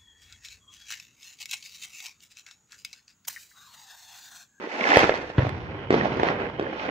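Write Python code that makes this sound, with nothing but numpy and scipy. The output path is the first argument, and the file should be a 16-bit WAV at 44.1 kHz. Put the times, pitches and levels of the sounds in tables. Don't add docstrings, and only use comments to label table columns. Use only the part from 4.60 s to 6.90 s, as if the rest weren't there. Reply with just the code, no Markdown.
import sys
import numpy as np
from scipy import signal
from scipy.fft import rfft, irfft, next_fast_len
from scipy.io import wavfile
from scipy.ndimage import map_coordinates

SR = 44100
rng = np.random.default_rng(int(sys.argv[2]) if len(sys.argv) > 2 else 0)


def master(y):
    cut = np.clip(np.atleast_2d(y).T, -1, 1)
    pcm = np.round(cut * 32767)
    wavfile.write(sys.argv[1], SR, pcm.astype(np.int16))


def magnitude_from_level(level_db):
    exponent = np.asarray(level_db, float) / 20
    return 10 ** exponent


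N = 101430


def unit(x):
    return x / np.sqrt(np.mean(x ** 2) + 1e-20)


def along(points, hz):
    f, v = np.transpose(points)
    return np.interp(np.log(hz + 1), np.log(f + 1), v)


def curve(rows):
    return np.interp(np.arange(N) / SR, *np.transpose(rows))


def wobble(rate_hz):
    knots = rng.standard_normal(int(N * rate_hz / SR) + 4)
    return map_coordinates(knots, [np.arange(N) * rate_hz / SR])


def filtered(x, response):
    m = next_fast_len(x.shape[-1] + 8192)
    return irfft(rfft(x, m) * response(np.fft.rfftfreq(m, 1 / SR)), m)[..., :x.shape[-1]]


def resonance(hz, centre_hz, width_hz):
    return 1j * hz * width_hz / (centre_hz ** 2 - hz * hz + 1j * hz * width_hz)


def ports(hz, lag_ms, shade):
    # hz, level_db
    shadow = [(200, 3.5), (1000, -6.5), (4000, -8.5), (10000, -3.5)]
    side = np.array([[.5], [-.5]])
    return magnitude_from_level(shade * side * along(shadow, hz)) * np.exp(-2j * np.pi * hz * side * lag_ms / 1000)


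def town_tail(seconds, stretch):
    # hz, t60_s
    decay = [(60, 8), (200, 1.27), (800, 1.18), (3000, 1.3), (9000, 0.42)]
    hz, t, z = signal.stft(rng.standard_normal((2, int(seconds * SR))), SR, nperseg=512)
    share = np.clip(hz / 1400, 0, 1)[:, None]
    z = np.array([z[0] + share * z[1], z[0] - share * z[1]])
    z *= magnitude_from_level(-60 * t / (stretch * along(decay, hz)[:, None]))
    tail = signal.istft(z, SR, nperseg=512)[1]
    return tail / np.linalg.norm(tail[0])


def pops(spectrum, strength, rate_hz, spread_db, lags_ms, wet, flutter_db):
    level = magnitude_from_level(curve(strength) + flutter_db * (wobble(16) + 0.46 * wobble(54.87)))
    colour = lambda f: magnitude_from_level(along([(20, -61)] + spectrum + [(16000, -100)], f))
    out = np.zeros((2, N))
    for lag_ms in lags_ms:
        train = (rng.random(N) < rate_hz / SR).astype(float)
        train *= magnitude_from_level(spread_db * np.minimum(rng.exponential(size=N), 2.8))
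        train *= np.sign(rng.random(N) - .5)
        out += filtered(unit(train), lambda f: colour(f) * ports(f, lag_ms, 0.87))
    blur = signal.fftconvolve(out[:1], town_tail(0.051, 0.14), axes=1)[:, :N]
    return level * unit(unit(out) + wet * unit(blur))


def clusters(rows, cycles, noisy, scatter, gain_db, lag_ms, shade):
    out, t = np.zeros(N + SR), np.arange(-2048, 4096) / SR
    for s, db, hz in rows:
        u = t * hz / cycles
        tone = np.cos(2 * np.pi * (hz * t + scatter * rng.random())) * np.sqrt(2)
        band = lambda f: np.exp(-(np.log(f / hz + 1e-9) / 0.43) ** 2)
        grit = unit(filtered(rng.standard_normal(len(t)), band))
        swell = np.exp(-np.where(u < 0, 1.4 * u, 0.93 * u) ** 2)
        out[round(s * SR):][:len(t)] += magnitude_from_level(db + gain_db) * (tone + noisy * grit) * swell
    return filtered(out[2048:N + 2048], lambda f: ports(f, lag_ms, shade))


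def wall_echoes(walls_db, walls_t60_s):
    path = np.zeros(SR // 2)
    at_s, size, turn = rng.random((3, 90))
    at_s = 0.00383 + 0.24 * at_s
    level = magnitude_from_level(walls_db - 60 * at_s / walls_t60_s - 3.7 * size)
    np.add.at(path, (at_s * SR).astype(int), level * np.sign(turn - .3))
    return path


def charges(rows, lead, front, damp, debris_db, debris_hz, ground_ms, ground_db,
            walls_db, walls_t60_s, town_db, stretch, shade):
    air_steep, debris_damp = 1.3, 0.78
    echo_hz, town_pan_db = 4200, -2.5
    before = 1024
    out, t = np.zeros((2, N + 2 * SR)), (np.arange(SR // 10) - before) / SR
    housing = lambda f: 1 + magnitude_from_level(-1) * resonance(f, 1870, 850)
    air = lambda f: np.exp(-(f / bright_hz / 2) ** air_steep) / (1 + 1j * f / bright_hz)
    for s, db, hz, bright_hz, lag_ms in rows:
        u = t * hz
        push = lead * np.clip(1 + u / front, 0, 1) ** 0.25
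        rebound = -np.cos(2 * np.pi * (u - .12)) * np.exp(-damp * np.abs(u))
        blast = filtered(np.where(u < 0, push, rebound), air)
        spray = rng.standard_normal(len(t)) * (u > -front) * np.exp(-debris_damp * np.abs(u))
        spray = filtered(spray, lambda f: np.exp(-(f / debris_hz) ** 1.74))
        blast = magnitude_from_level(db) * filtered(blast + magnitude_from_level(debris_db) * spray, housing)

        echo = filtered(blast, lambda f: 1 / (1 + 1j * f / echo_hz) ** 2)
        near = signal.fftconvolve(echo, wall_echoes(walls_db, walls_t60_s))
        near[:len(t)] += blast + magnitude_from_level(ground_db) * np.roll(blast, int(ground_ms * SR / 1000))
        direct = filtered(near, lambda f: ports(f, lag_ms, shade))
        delayed = np.pad(echo, (300, 0))[None]
        wet = magnitude_from_level(town_db) * signal.fftconvolve(delayed, town_tail(0.98, stretch), axes=1)
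        wet *= magnitude_from_level([[town_pan_db / 2], [-town_pan_db / 2]])
        i = round(s * SR) - before
        out[:, i:i + direct.shape[1]] += direct
        out[:, i:i + wet.shape[1]] += wet
    return out[:, :N]


def crackling_shell():
    # start_s, level_db
    shell_level = [(0, -46), (.15, -37), (.25, -26), (.33, -20), (.42, -22.5), (.48, -29), (.55, -31),
                   (.66, -43), (.88, -41), (1.0, -88)]
    # hz, level_db per Hz
    star_spectrum = [(200, -32), (340, -14.5), (750, -6), (1250, -11), (2150, -9), (3000, -18), (6300, -28),
                     (11000, -60.5)]
    return pops(star_spectrum, shell_level, rate_hz=500, spread_db=2.5, lags_ms=[.33, .31, -.25],
                wet=0.85, flutter_db=1.83)


def star_snaps():
    # start_s, level_db, pitch_hz
    snaps = [(0.117, -26.5, 2020), (0.154, -23.5, 1710), (0.211, -16, 2200), (0.241, -13, 2140),
             (0.255, -14, 1690), (0.272, -11, 1760), (0.3, -24, 1850), (0.309, -13, 2050), (0.32, -7, 1760),
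             (0.339, -10.5, 1980), (0.349, -11, 2240), (0.36, -10, 1830), (0.454, -24, 1910),
             (0.523, -19, 2010), (0.556, -20, 1930), (0.822, -20.5, 1810), (1.068, -31.5, 1640),
             (1.412, -17, 1780), (1.521, -24.5, 2090), (1.688, -17, 1870), (1.72, -20.5, 1650),
             (2.068, -26, 1660), (2.198, -25.5, 2180), (2.29, -24.5, 2000)]
    return clusters(snaps, cycles=4.3, noisy=0.59, scatter=0.86, gain_db=-7.0, lag_ms=.31, shade=0.82)


def charges_ahead():
    # start_s, peak_db, pitch_hz, brightness_hz, left_lag_ms
    ahead = [(.3717, 3.5, 438, 3760, 0.054), (.3922, -9, 1500, 9000, -0.25),
             (.4180, -11, 674, 2500, -0.056), (.4105, -17, 1430, 6860, 0.32),
             (.4330, -8, 326, 2500, -0.00032), (.4422, -8, 315, 2500, 0.17),
             (.4945, -2.5, 470, 2600, 0.062), (.5410, -12.5, 594, 1800, -0.2), (.7010, -19, 380, 800, 0.18),
             (.8685, -15, 600, 900, -0.12), (.8935, -22, 810, 6140, 0.39),
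             (1.8992, -18.5, 890, 1490, -0.18)]
    return charges(ahead, lead=0.91, front=0.35, damp=1.65, debris_db=-4.0, debris_hz=3040,
                   ground_ms=1.55, ground_db=-12.5, walls_db=-38.0, walls_t60_s=0.32,
                   town_db=-12.5, stretch=0.57, shade=0.75)


def charges_right():
    # start_s, peak_db, pitch_hz, brightness_hz, left_lag_ms
    right = [(1.3063, -1.5, 298, 1670, 0.27), (1.3270, -5.5, 199, 800, -0.15),
             (1.3425, -3, 268, 1500, 0.26), (1.3775, -12, 460, 1480, 0.15), (1.448, -9.5, 523, 1300, 0.058),
             (1.5715, -11.5, 317, 900, 0.42), (1.5985, -6, 475, 1500, 0.48),
             (1.6332, -1.5, 440, 1980, 0.38), (1.6870, -8, 1590, 2620, -0.19),
             (1.7030, -7.5, 490, 1610, 0.21), (1.803, -15.5, 512, 1205, 0.24),
             (1.9968, -8, 372, 1250, 0.28), (2.0115, -16.5, 347, 905, 0.29),
             (2.026, -13.5, 331, 1100, 0.41), (2.265, -22, 391, 1300, 0.42), (2.285, -17, 316, 1000, 0.091),
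             (1.338, -6.5, 273, 790, -0.13)]
    return charges(right, lead=0.42, front=0.37, damp=3.15, debris_db=-15, debris_hz=3690,
                   ground_ms=2.7, ground_db=-9.0, walls_db=-13.5, walls_t60_s=0.54,
                   town_db=-5.5, stretch=0.69, shade=0.65)


def deep_boom():
    # start_s, peak_db, pitch_hz, brightness_hz, left_lag_ms
    boom = [
        (.7830, -8, 108.4, 1100, 0.01),
    ]
    # start_s, level_db, pitch_hz
    swing = [
        (.7887, -12, 105.5),
    ]
    out = charges(boom, lead=0.73, front=0.2, damp=2.3, debris_db=-6.5, debris_hz=2500,
                  ground_ms=3.0, ground_db=-11.5, walls_db=-15.5, walls_t60_s=0.39,
                  town_db=-5.5, stretch=0.17, shade=0.69)
    return out + clusters(swing, cycles=0.67, noisy=.05, scatter=0, gain_db=2, lag_ms=.01, shade=.3)


def boom_roll():
    level_db, t60_s, start_s, rise_s = -36, 8, .785, .03
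    t = np.arange(N) / SR - start_s
    a, b = unit(filtered(rng.standard_normal((2, N)), lambda f: resonance(f, 100, 124) ** 2))
    level = magnitude_from_level(level_db - 60 * t / t60_s + 2.6 * wobble(9.67)) * np.clip(t / rise_s, 0, 1)
    return level * np.array([a + 0.12 * b, a - 0.36 * b])


def bass_lumps():
    # start_s, level_db, pitch_hz
    lumps = [(0.828, -20.5, 125), (0.865, -26, 122), (1.04, -32, 92.5), (1.094, -33, 108),
             (1.303, -35.5, 129), (1.341, -31, 139), (1.374, -24.5, 138), (1.596, -32.5, 127.5),
             (1.702, -31, 152), (1.832, -40.5, 109), (2.0, -35.5, 134), (2.037, -43, 134),
             (2.07, -43.5, 133)]
    return clusters(lumps, cycles=1.27, noisy=0.32, scatter=0, gain_db=-.5, lag_ms=.05, shade=0.37)


def crackling_string():
    # start_s, level_db
    string_level = [(.7, -88), (.8, -36.5), (1.0, -45.5), (1.295, -52.5), (1.32, -30), (1.429, -31.5),
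                    (1.5, -36.5), (1.6, -37.5), (1.69, -27.5), (1.75, -42), (1.92, -49.5), (2.1, -43),
                    (2.2, -35.5), (2.3, -37)]
    # hz, level_db per Hz
    distant_spectrum = [(200, -30), (330, -25), (700, -6), (1300, -11.5), (2200, -14), (3200, -21),
                        (6000, -34), (10000, -73)]
    return pops(distant_spectrum, string_level, rate_hz=500, spread_db=-2.0, lags_ms=[.32, .29, -.22],
                wet=0.66, flutter_db=-1.1)


def far_thuds():
    # start_s, level_db, pitch_hz
    thuds = [(0.074, -28, 440), (0.156, -28.5, 576), (0.199, -23, 650), (0.256, -20, 580),
             (0.269, -20, 690), (0.279, -14.5, 750), (0.319, -13, 735), (0.333, -6, 890), (0.352, -19, 740),
             (0.522, -20, 510), (0.795, -17.5, 517), (0.809, -18.5, 540), (0.823, -22, 540),
             (0.851, -17, 670), (1.131, -33, 600), (1.355, -16.5, 400), (1.372, -21, 480),
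             (1.408, -22, 472), (1.457, -10, 620), (1.467, -24, 580), (1.475, -26, 483), (1.61, -31, 460),
             (1.655, -25.5, 585), (1.667, -29, 596), (1.717, -19.5, 680), (1.82, -23, 496),
             (1.989, -30, 477), (2.074, -24.5, 560), (2.28, -26.5, 434), (2.292, -24, 623)]
    return clusters(thuds, cycles=1.06, noisy=.4, scatter=1, gain_db=-5.0, lag_ms=0.38, shade=1.0)


def far_barrage():
    # start_s, level_db
    barrage_level = [(0, -32), (.1, -40), (.2, -32.5), (.35, -28.5), (.43, -22.5), (.485, -28.5),
                     (.53, -27), (.62, -37), (.9, -37), (1.0, -44), (1.14, -36), (1.28, -41),
                     (1.359, -34.5), (1.47, -28), (1.58, -31.5), (1.66, -28), (1.8, -32.5), (1.918, -38.5),
                     (2.05, -34), (2.22, -39), (2.3, -27.5)]
    # hz, level_db per Hz
    far_spectrum = [(40, -31), (130, -28), (230, -13), (320, -6.5), (650, -12), (1100, -18), (2300, -21),
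                    (9000, -69.5)]
    return pops(far_spectrum, barrage_level, rate_hz=320, spread_db=2.0, lags_ms=[.3, .15, -.1],
                wet=0.55, flutter_db=3.0)


def whistler():
    pitch_hz, width_hz, level_db, start_s, rise_s = 3040, 420, -52, 1.01, 0.28
    peak = lambda f: ports(f, 0.25, 0.39) / (1 + ((f - pitch_hz) / width_hz * 2) ** 4)
    rise = np.clip((np.arange(N) / SR - start_s) / rise_s, 0, 1)
    return magnitude_from_level(level_db + wobble(7.6)) * rise * unit(filtered(rng.standard_normal((2, N)), peak))


def scene():
    near = crackling_shell() + star_snaps() + charges_ahead() + charges_right()
    low = deep_boom() + boom_roll() + bass_lumps()
    far = crackling_string() + far_thuds() + far_barrage() + whistler()
    return near + low + far


def low_pass(x):
    return signal.sosfilt(signal.butter(12, 16100, fs=SR, output="sos"), x)


def record(dry):
    hiss_db, rolloff_hz, ceiling = -84.5, 45, 1.5
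    x = filtered(dry, lambda f: (1j * f / rolloff_hz) ** 2 / (1 + 1j * f / rolloff_hz) ** 2)
    x = x + magnitude_from_level(hiss_db) * rng.standard_normal(dry.shape)
    mix = x / (1 + np.abs(x / ceiling) ** 8) ** (1 / 8)
    return low_pass(mix)


dry = scene()
out = record(dry)
master(out)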